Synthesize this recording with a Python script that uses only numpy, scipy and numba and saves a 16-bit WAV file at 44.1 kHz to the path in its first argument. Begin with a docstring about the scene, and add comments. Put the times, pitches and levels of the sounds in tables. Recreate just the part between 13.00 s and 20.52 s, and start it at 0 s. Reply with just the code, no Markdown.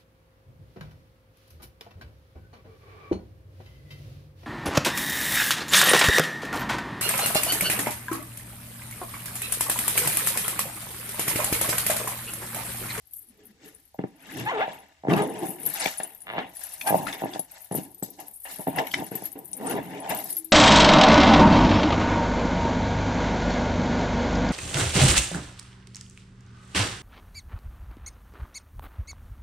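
"""Tiny anklet bells chink first, each a decaying sine; then bare feet roll and press a rubber balloon
on a wet concrete floor. Skin sticks and slips on the rubber: creaks, single slips and a stutter excite
resonances of the balloon's wall and air, and squeaks are harmonic tones on their own slip rate.
Wet rubber scrapes the floor in showers of chirps and toe rings tick as short partials.
A brief noise tail is the small yard's answer, over faint air noise and soft far tones."""
import sys
import numpy as np
from scipy import signal
from scipy.fft import rfft, irfft
from scipy.io import wavfile
from scipy.ndimage import uniform_filter1d
from numba import njit

SR = 44100
rng = np.random.default_rng(int(sys.argv[2]) if len(sys.argv) > 2 else 0)


def inscribe(sig):
    """Save sig as 16-bit PCM at rate SR to the path in sys.argv[1].

    A 1-D sig is mono; a 2-D sig holds one channel per row.
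    Samples are clipped to [-1, 1] before scaling.
    """
    pcm = np.round(np.clip(np.atleast_2d(sig).T, -1, 1) * 32767)
    wavfile.write(sys.argv[1], SR, pcm.astype(np.int16))


N = 331632  # samples

# Modes of the air inside. Each row: resonance in Hz, bandwidth in Hz, relative gain in dB.
AIR_MODES = [(630, 90, -2), (770, 80, 0), (890, 70, -1)]
# Upper modes of the rubber wall. Each row: resonance in Hz, bandwidth in Hz, relative gain in dB.
UPPER_MODES = [(1350, 350, -6), (1780, 200, 0), (2120, 250, -1), (2780, 250, -2), (3450, 450, -5)]


def balloon(creak_gain, air_gain):
    """Stick-slip friction: a train of slips excites wall and air; single slips and squeaks join it."""
    slip_hz = 260 * np.exp(.36 * fits(rate=28))
    train = slips(slip_hz, jitter=.14, scatter_db=3) + 0.05 * rng.standard_normal(N)
    creak = even(squeeze(wall(train))) * creak_gain
    hum = even(air(train)) * air_gain
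    return creak + hum + single_slips() + squeaks()


def single_slips():
    """Impulse response: each sudden release of the skin rings wall, air and upper modes once."""
    # Each row: ring peak in seconds, relative wall level in dB, air drive minus wall drive in dB.
    slip_rows = [(0.944, -61, 17), (0.991, -17.5, -15.5), (1.039, -17, -18), (1.678, -34.5, 7.5),
                 (2.036, -36.5, 0), (2.05, -30, 0), (2.071, -24, -4), (2.085, -8.5, -43),
                 (2.859, -23.5, 0.5), (3, -37, 7.5), (3.905, -20.5, -1), (3.915, -26, -4),
                 (3.925, -19.5, 2.5), (3.943, -20, 7), (3.954, -27, 5), (4.219, -29, 2.5),
                 (4.237, -19.5, -6.5), (4.256, -27, -1.5), (4.358, -31.5, 1), (4.393, -30, -4.5),
                 (4.712, -22.5, -8), (4.727, -26, -10), (4.748, -20, -10.5), (4.762, -25.5, -22),
                 (4.784, -21.5, -18), (4.794, -30.5, -12), (5.025, -20.5, -14.5), (5.593, -28, -8),
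                 (5.67, -20.5, -4), (5.682, -19.5, -5.5), (6.022, -30.5, 0), (6.116, -24, -13),
                 (6.151, -26, -28), (6.222, -31.5, -6.5), (6.787, -21.5, -8.5)]
    s, db, air_rel_db = np.transpose(slip_rows)
    wall_blows, air_blows = np.zeros(N), np.zeros(N)
    at = ((s - 0.0008) * SR).astype(int)  # the skin starts to let go just before the ring peaks
    wall_blows[at], air_blows[at] = undb(db), undb(db + air_rel_db)
    out = wall(push(wall_blows, 0.0008)) * undb(9)
    out += air(push(air_blows, 0.0014)) * undb(22.0)
    upper = steep(ring(wall_blows + air_blows, UPPER_MODES), 2060, "low")
    return out + upper * undb(12.5)


def squeaks():
    """Sustained stick-slip is periodic: harmonics of the slip rate, some raised by the modes."""
    # One list per squeak. Each row: time in seconds, mean slip rate in Hz, relative level in dB.
    squeak_curves = [
        [(1.46, 805, -35), (1.478, 865, -29.5), (1.495, 988, -31), (1.515, 1130, -34.5)],
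        [(1.515, 803.3, -30.5), (1.53, 492, -36), (1.58, 394.6, -31), (1.602, 474, -32.5), (1.62, 767, -26.5),
         (1.648, 935, -35.5)],
        [(2.085, 250.1, -45), (2.11, 402.6, -24.5), (2.15, 317.4, -29.5), (2.188, 425.4, -28.5),
         (2.23, 400.6, -33)],
        [(1.36, 125, -45), (1.41, 117.6, -40.5), (1.475, 124, -43)],
        [(3.866, 790, -26), (3.912, 827, -33)],
        [(6.6, 209.9, -42), (6.655, 243.6, -37), (6.685, 463.7, -38.5), (6.71, 481.6, -37), (6.74, 264.4, -35),
         (6.8, 194.4, -42.5)],
    ]
    noise = ring(rng.standard_normal(N), AIR_MODES + UPPER_MODES)
    rasp = unit(steep(noise, 2600, "low"))
    waver = unit(uniform_filter1d(rng.standard_normal((2, N)), size=150))
    sung = 0
    for squeak in squeak_curves:
        hz = read(squeak)[0]
        db = read(squeak, outside=-150)[1]
        phase = 2 * np.pi * np.cumsum(hz * (1 + .022 * waver[0])) / SR
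        tone = sum(.6 ** k * np.sin((k + 1) * phase) for k in range(8))
        tone *= 1 + 0.32 * np.cos(phase / 2) * (waver[1] > 0)  # at times strong and weak slips alternate
        tone += 0.061 * (1 + np.cos(phase)) * rasp  # a rasp on every slip
        level = uniform_filter1d(undb(db), size=350) * undb(2 * waver[1])
        sung += np.sqrt(2) * tone * level
    sung += 0.24 * ring(sung, AIR_MODES + UPPER_MODES)  # overtones that meet a mode stand out
    return steep(steep(sung, 70, "high"), 3000, "low")


def stutter():
    """Slow stick-slip under the sole: nearly even slips quicken and ring air, wall and upper modes."""
    # Each row: time in seconds, slip rate in Hz, relative level in dB, upper modes minus air in dB.
    stutter_curve = [(3.262, 78.25, -48.5, 8), (3.3, 111.9, -43, 7), (3.36, 124.9, -31.5, -12),
                     (3.39, 199, -33.5, -0.5), (3.43, 260, -47, -6)]
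    train = slips(read(stutter_curve)[0], jitter=.12, scatter_db=3)
    gain, bright = undb(read(stutter_curve, outside=-150)[1:])
    upper = steep(steep(ring(train, UPPER_MODES), 3260, "low"), 3800, "low")
    return (unit(air(train)) + 0.34 * unit(wall(train)) + bright * unit(upper)) * gain


def air(x):
    """Cavity resonance: the air inside rings mainly between 0.6 and 1 kHz."""
    x = steep(ring(x, AIR_MODES), 966, "low")
    return steep(steep(x, 1036, "low"), 607, "high")


def wall(x):
    """Membrane resonance: the low modes of the rubber wall thud."""
    # Modes of the wall at rest. Each row: resonance in Hz, bandwidth in Hz, relative gain in dB.
    wall_modes = [(125.5, 29, -2), (190.3, 54, 5), (267, 89, -3), (353, 103, 0.5)]
    return steep(steep(ring(x, wall_modes), 444, "low"), 112.7, "high")


def squeeze(x):
    """Tension sets pitch: as pressure stretches the rubber, reading speed slides all modes together."""
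    return np.interp(np.cumsum(1 + .12 * fits(rate=9)) % N, np.arange(N), x)


def slips(hz, jitter, scatter_db):
    """Relaxation oscillation: one pulse each time the skin lets go; gaps and sizes vary."""
    chance = rng.standard_normal((N // 40, 2))
    steps = np.cumsum(np.exp(jitter * chance[:, 0]))
    at = np.searchsorted(np.cumsum(hz) / SR, steps)
    inside = at < N
    out = np.zeros(N)
    np.add.at(out, at[inside], undb(scatter_db * chance[inside, 1]))
    return out


def push(x, s):
    """Finite release time: skin lets go over s seconds, which softens each pulse."""
    return signal.lfilter(np.hanning(int(s * SR)), 1, x)


def scrape(drag_gain, fine_gain):
    """Friction noise: wet rubber on concrete sheds chirps around the upper modes and a finer hiss."""
    hz, width, db = np.array(UPPER_MODES)[rng.integers(len(UPPER_MODES), size=9000)].T
    hz = hz + .6 * width * rng.standard_normal(len(hz))
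    rough = grit(hz, db, t60=.024, spread_db=1.4, pan_db=3)
    hiss_hz = rng.uniform(3650.0, 8280.0, size=12000)
    hiss = grit(hiss_hz, 0, t60=0.0068, spread_db=2, pan_db=3.5)
    jerks = undb(2 * fits(rate=31))
    return even(rough * jerks) * drag_gain + even(hiss * jerks) * fine_gain


def grit(hz, db, t60, spread_db, pan_db):
    """Superposed micro-impacts: decaying chirps of unequal size, one per pitch, strewn over time."""
    chance = rng.random((len(hz), 2)).T
    size_db = db - spread_db * np.log(chance[1] + 0.019)
    return unit(strike(chance[0] * N / SR, hz, np.full(len(hz), t60), size_db, pan_db, turn=1.0))


def toe_rings():
    """Modal impact: each tick is a light touch, then the blow, with a few fast-decaying partials."""
    # Each row: time in seconds, relative level in dB, nominal pitch in Hz.
    tick_rows = [(2.136, -20, 2590), (2.8586, -14, 2430), (3.0036, -30.5, 1740), (3.388, -27.5, 1700),
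                 (3.8132, -23, 2330), (4.0698, -20, 1390), (4.09, -33, 1980), (4.128, -26, 3650),
                 (4.336, -29, 3380), (5.7866, -15.5, 1960), (5.871, -26, 2210), (5.915, -29, 3170),
                 (5.9415, -10.5, 2124)]
    # Each row: nominal multiple of the pitch, relative level in dB.
    partials = [(1.001, 3.5), (1.429, -5), (1.75, -10), (2.5, -10)]
    s, db, hz = np.transpose(tick_rows)
    t60 = np.full(len(s), .015)
    out = 0
    for multiple, part_db in partials:
        for late, late_db in [(-.002, -7.5), (.001, -2.5)]:  # touch, blow: (s, dB)
            detune = 1 + 0.042 * rng.standard_normal(len(s)) * (multiple > 1)
            level_db = db + part_db + late_db
            out = out + strike(s + late, hz * multiple * detune, t60, level_db, pan_db=5.0, turn=0.79)
    return out


def anklets():
    """Struck small resonators: a random shower of weak chinks and rustle under the loud chinks."""
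    # Shakes of an ankle. Each row: peak in seconds, rise in seconds, fall in seconds,
    # relative bell level in dB.
    shakes = [(0.172, 0.15, 0.2, -40), (0.434, 0.0039, 0.12, -47.5), (0.659, 0.036, 0.52, -50.5),
              (1.399, 0.31, 0.19, -44), (1.759, 0.44, 0.19, -54.5), (2.118, 0.042, 0.84, -43),
              (2.522, 0.24, 0.058, -32), (2.68, 0.18, 0.66, -30.5), (3.607, 0.16, 1.1, -37.5),
              (3.876, 0.1, 0.13, -27.5), (3.93, .1, 0.79, -38.5), (4.65, 0.46, 0.17, -47),
              (4.759, 0.041, 0.12, -27.5), (5.051, 0.067, 0.079, -43.5), (5.545, 1.27, 3, -40.5),
              (6.286, 0.49, 0.11, -41.5), (6.712, 0.74, 0.12, -39.5), (7.109, 0.06, 0.73, -36.5),
              (7.363, 0.62, 0.26, -33.5)]
    # Bell level between shakes. One column: relative level in dB.
    shake_rest_db = [-95]
    shake_gain = swells(shakes, shake_rest_db)[0]
    moving = (unit(bell_shower()) + 0.36 * unit(bell_rustle())) * undb(3.6 * fits(rate=45))
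    return even(moving) * shake_gain + loud_chinks()


def bell_shower():
    """Random impacts: one jolt wakes three bells, each a brief decaying sine."""
    # One column: nominal bell pitch in Hz.
    bells_hz = [9490, 10400, 10460, 11240, 11600, 11900, 13300]
    when, which, delay, size = rng.random((2400, 4)).T
    s = np.repeat(when[::3], 3) * N / SR + .003 * delay
    hz = np.array(bells_hz)[(which * len(bells_hz)).astype(int)]
    hz = hz * (1 + 0.111 * (rng.random(len(s)) - .5))
    t60 = 0.0035 + 0.041 * delay ** 2
    db = -4.5 * np.log(np.repeat(size[::3], 3) + 0.0055) - 6 * size
    return strike(s, hz, t60, db, pan_db=11.5, turn=1.0)


def bell_rustle():
    """Dense contacts merge into band noise."""
    return steep(rng.standard_normal((2, N)), [8500, 14200], "band")


def loud_chinks():
    """Clapper impact: a ringing bell, the clapper's noise burst and a faster-dying neighbour bell."""
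    # Each row: time in seconds, relative level in dB, pitch in Hz.
    chink_rows = [(0.135, -31, 12400), (2.2217, -31.5, 9740), (2.6324, -29, 10430), (2.663, -15.5, 11640),
                  (2.9824, -24.5, 9980), (3.033, -21.5, 9850), (3.148, -36, 12700), (3.205, -41, 10600),
                  (3.2187, -35.5, 9970), (3.5686, -29, 10800), (3.873, -20.5, 9780), (4.394, -18, 11140),
                  (4.518, -37, 11570), (4.723, -29, 11000), (4.7536, -24.5, 11800), (4.9464, -37, 12110),
                  (5.027, -28.5, 7810), (5.033, -24.5, 12560), (6.154, -23, 11940), (6.2555, -21.5, 11720),
                  (6.5316, -24.5, 9000), (6.6694, -25.5, 8740), (6.71, -24.5, 10480), (7.095, -26, 12880),
                  (7.1477, -24, 13150), (7.327, -22, 10860), (7.3678, -20.5, 12600)]
    s, db, hz = np.transpose(chink_rows)
    out = strike(s, hz, np.full(len(s), .045), db + 0.5, pan_db=8.5, turn=3.07)
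    blows = np.zeros(N)
    blows[(s * SR).astype(int)] = undb(db - 16.0)
    clack = rng.standard_normal((2, 600)) * np.exp(-np.arange(600) / (0.0043 * SR))
    rattle = signal.fftconvolve(ports(blows, pan_db=4.5), clack, axes=1)[:, :N]
    out += steep(rattle, 2900, "high")
    neighbour_hz = hz * (0.661 + 0.37 * rng.random(len(s)))
    return out + strike(s, neighbour_hz, np.full(len(s), .006), db - 4.5, pan_db=-4.0, turn=0.23)


def echoes(x, t60, db):
    """Diffuse reverberation off floor, legs and walls: unrelated noise tails, weak in the bass."""
    t = np.arange(int(t60 * SR)) / SR
    tail = rng.standard_normal((2, len(t))) * np.exp(-np.log(1000) * t / t60) * (t > .002)
    tail = signal.lfilter(*signal.butter(1, 90, "high", fs=SR), tail)
    tail = tail / np.sqrt(np.sum(tail[0] ** 2))
    return x + undb(db) * signal.fftconvolve(x, tail, axes=1)[:, :N]


def yard():
    """Diffuse-field coherence: air noise most alike left and right in the bass, plus far tones."""
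    # Spectrum of the air noise. Each row: frequency in Hz, relative spectral level in dB.
    air_spectrum = [(25, 0.5), (80, 14), (300, -16.5), (1200, -12.5), (5000, -11), (12000, -24)]
    # Each row: start in seconds, end in seconds, frequency in Hz, mean level in dB.
    far_tones = [(0.275, 0.323, 240, -56), (0.45, 0.535, 215, -55), (0.37, 0.476, 420, -51),
                 (7.317, 7.562, 322, -49)]
    f = np.fft.rfftfreq(N, 1 / SR) + 1
    curve_hz, curve_db = np.transpose(air_spectrum)
    gain = undb(np.interp(np.log(f), np.log(curve_hz), curve_db))
    mid, side = rfft(rng.standard_normal((2, N)))
    side = side * np.clip(f / 1500 + 0.15, 0, 1)
    out = unit(irfft(gain * np.array([mid + side, mid - side]), N)) * undb(-67.5)
    t = np.arange(N) / SR
    for start, end, hz, db in far_tones:
        swell = np.sin(np.pi * np.clip((t - start) / (end - start), 0, 1))
        out += undb(db + 3.4 * fits(rate=30)) * np.sin(2 * np.pi * hz * t) * swell
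    return out


def swells(table, rest_db):
    """Incoherent addition: movements rise and fall evenly in dB, adding in power over a resting level."""
    swing_db = 30  # climbed in the rise time, sunk in the fall time
    t = np.arange(0, N + 32, 32) / SR
    power = 0
    for s, rise, fall, *db in table:
        down = np.maximum((s - t) / max(rise, 1e-3), (t - s) / max(fall, 1e-3))
        power = power + undb(np.array(db)[:, None] - swing_db * down) ** 2
    gains = np.sqrt(power + undb(rest_db)[:, None] ** 2)
    return [np.interp(np.arange(N) / SR, t, g) for g in gains]


def fits(rate):
    """Irregular motion: random levels held 1 / rate seconds and joined smoothly."""
    k = int(SR / rate)
    return uniform_filter1d(np.repeat(rng.standard_normal(N // k + 1), k)[:N], size=k // 3)


def ports(x, pan_db):
    """Time and level difference: right leads by a fifth of a millisecond; positive pan favours left."""
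    return np.array([np.roll(x, shift=8), x]) * undb([[pan_db / 2], [-pan_db / 2]])


def strike(s, hz, t60, db, pan_db, turn):
    """Level panning: positive pan favours left; chance turns the phase of each path."""
    spin = np.exp(1j * turn * rng.standard_normal(len(s)))
    left = undb(db + pan_db / 2) * spin
    right = undb(db - pan_db / 2) / spin
    return pings(s, hz, t60, left, right, 0.00011 * SR, N)


@njit
def pings(s, hz, t60, left, right, soft, n):
    """Free damped vibration: decaying sines with their own complex gain in each channel."""
    out = np.zeros((2, n))
    for k in range(len(s)):
        p = np.exp(2j * np.pi * hz[k] / SR - np.log(1000) / (t60[k] * SR))
        z = 1 + 0j
        i0 = int(s[k] * SR)
        for i in range(i0, min(n, i0 + int(t60[k] * SR))):
            rise = min((i - i0) / soft, 1.)
            out[0, i] += rise * (left[k] * z).imag
            out[1, i] += rise * (right[k] * z).imag
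            z *= p
    return out


def ring(x, modes):
    """Modal superposition: a sum of two-pole resonances."""
    out = 0
    for hz, width, db in modes:
        out = out + undb(db) * signal.lfilter(*signal.iirpeak(hz, hz / width, SR), x)
    return out


def steep(x, hz, kind):
    """Band limiting by a Butterworth filter of design order four."""
    return signal.sosfilt(signal.butter(4, hz, kind, fs=SR, output="sos"), x)


def even(x):
    """Short-time rms about 1 over a tenth of a second: grain stays, motion sets the level."""
    power = uniform_filter1d(np.mean(np.atleast_2d(x) ** 2, axis=0), size=SR // 10)
    return x / np.sqrt(power + 1e-18)


def unit(x):
    """Power normalisation to rms 1."""
    return x / np.sqrt(np.mean(x ** 2) + 1e-18)


def undb(db):
    """Logarithmic level: dB to amplitude gain."""
    return 10 ** (np.asarray(db) / 20)


def read(table, outside=None):
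    """Linear interpolation: each column of a curve, one value a sample."""
    s, *columns = np.transpose(table)
    return [np.interp(np.arange(N) / SR, s, c, outside, outside) for c in columns]


def scene():
    """Superposition of near sources and their echoes over the yard; the balloon is slightly louder left."""
    # Strokes of a foot over the balloon. Each row: peak in seconds, rise in seconds, fall in seconds,
    # then relative levels in dB of wall creak, air ring, floor scrape and fine hiss.
    strokes = [(0.434, 0.45, 0.63, -60.5, -72.5, -66, -73.5), (0.64, 0.065, 0.23, -50.5, -62, -52.5, -56.5),
               (0.988, 0.0045, 0.24, -39, -50.5, -54, -100.5), (1.27, 0.13, 1, -80, -72, -46.5, -57.5),
               (1.39, 0.18, 0.28, -35, -48, -41, -45.5), (1.62, 0.39, 0.19, -47, -32.5, -35.5, -73),
               (1.7, 0.093, 0.29, -50, -44, -47.5, -57), (2.1, 0.031, 0.39, -19, -27.5, -36, -49),
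               (2.185, 0.097, 0.25, -42, -29, -38, -47.5), (2.36, 0.067, 0.26, -49, -40, -46, -53.5),
               (2.43, 0.062, 0.21, -30, -34.5, -43.5, -48.5), (2.68, 0.35, 0.14, -43, -49, -48, -69),
               (2.84, 0.23, 0.19, -49, -35.5, -30.5, -31.5), (3.001, 0.019, 0.24, -48.5, -44, -44.5, -58),
               (3.395, 0.16, 0.18, -40, -35.5, -38.5, -78), (3.62, 0.2, 1, -70, -55.5, -51, -49.5),
               (3.876, 0.036, 0.078, -49, -22.5, -34.5, -37), (3.95, 0.14, 0.4, -32.5, -30.5, -44, -47.5),
               (4.078, 0.034, 0.3, -61, -50, -35, -45), (4.235, 0.032, 0.21, -35.5, -37, -42.5, -53),
               (4.35, 0.061, 0.08, -40, -41, -42, -46.5), (4.56, 0.23, 0.3, -73, -55.5, -55, -55),
               (4.714, 0.0057, 0.27, -35.5, -39.5, -52, -58), (4.77, 0.05, 0.15, -35.5, -49, -47, -47.5),
               (5.026, 0.0099, 0.29, -46, -53, -61, -50), (5.193, 0.026, 0.17, -48.5, -43.5, -51.5, -51),
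               (5.455, 0.0089, 0.093, -80, -41, -40, -57), (5.507, 0.088, 0.28, -56, -51.5, -47, -46.5),
               (5.595, 0.018, 0.079, -44, -37.5, -49, -62), (5.672, 0.01, 0.17, -33, -38, -45, -64),
               (5.79, 0.083, 0.13, -29.5, -24.5, -32, -45.5), (5.934, 0.16, 0.39, -54, -51, -47, -46.5),
               (5.994, 0.087, 0.13, -32, -34.5, -41, -66), (6.121, 0.016, 0.3, -40.5, -43, -46.5, -52),
               (6.25, 0.14, 0.11, -54, -55, -50.5, -48), (6.356, 0.0057, 0.19, -40.5, -45.5, -56.5, -76),
               (6.615, 0.026, 0.25, -38, -37, -55, -67), (6.72, 0.18, 0.1, -44, -38, -41, -44.5),
               (6.772, 0.27, 0.14, -28.5, -34, -39.5, -66), (6.95, 0.39, 0.26, -38.5, -42.5, -45.5, -79),
               (7.05, 0.17, 0.22, -50, -35, -45.5, -70), (7.105, 0.059, 0.24, -36, -28.5, -34.5, -42),
               (7.3, 1, 0.31, -52, -68, -56.5, -49)]
    # Between strokes. 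Relative levels in dB of wall creak, air ring, floor scrape and fine hiss.
    stroke_rest_db = [-100, -82.5, -82.5, -76]
    creak_gain, air_gain, drag_gain, fine_gain = swells(strokes, stroke_rest_db)
    near = ports(balloon(creak_gain, air_gain) + stutter(), pan_db=0.5)
    near = near + scrape(drag_gain, fine_gain) + toe_rings() + anklets()
    return echoes(near, t60=.1, db=-7) + yard()


def record(dry):
    """Band limiting: a steep elliptic low-pass cuts the treble above 15.3 kHz."""
    return signal.sosfilt(signal.ellip(8, .2, 80, 15300, fs=SR, output="sos"), dry)


dry = scene()
out = record(dry)
inscribe(out)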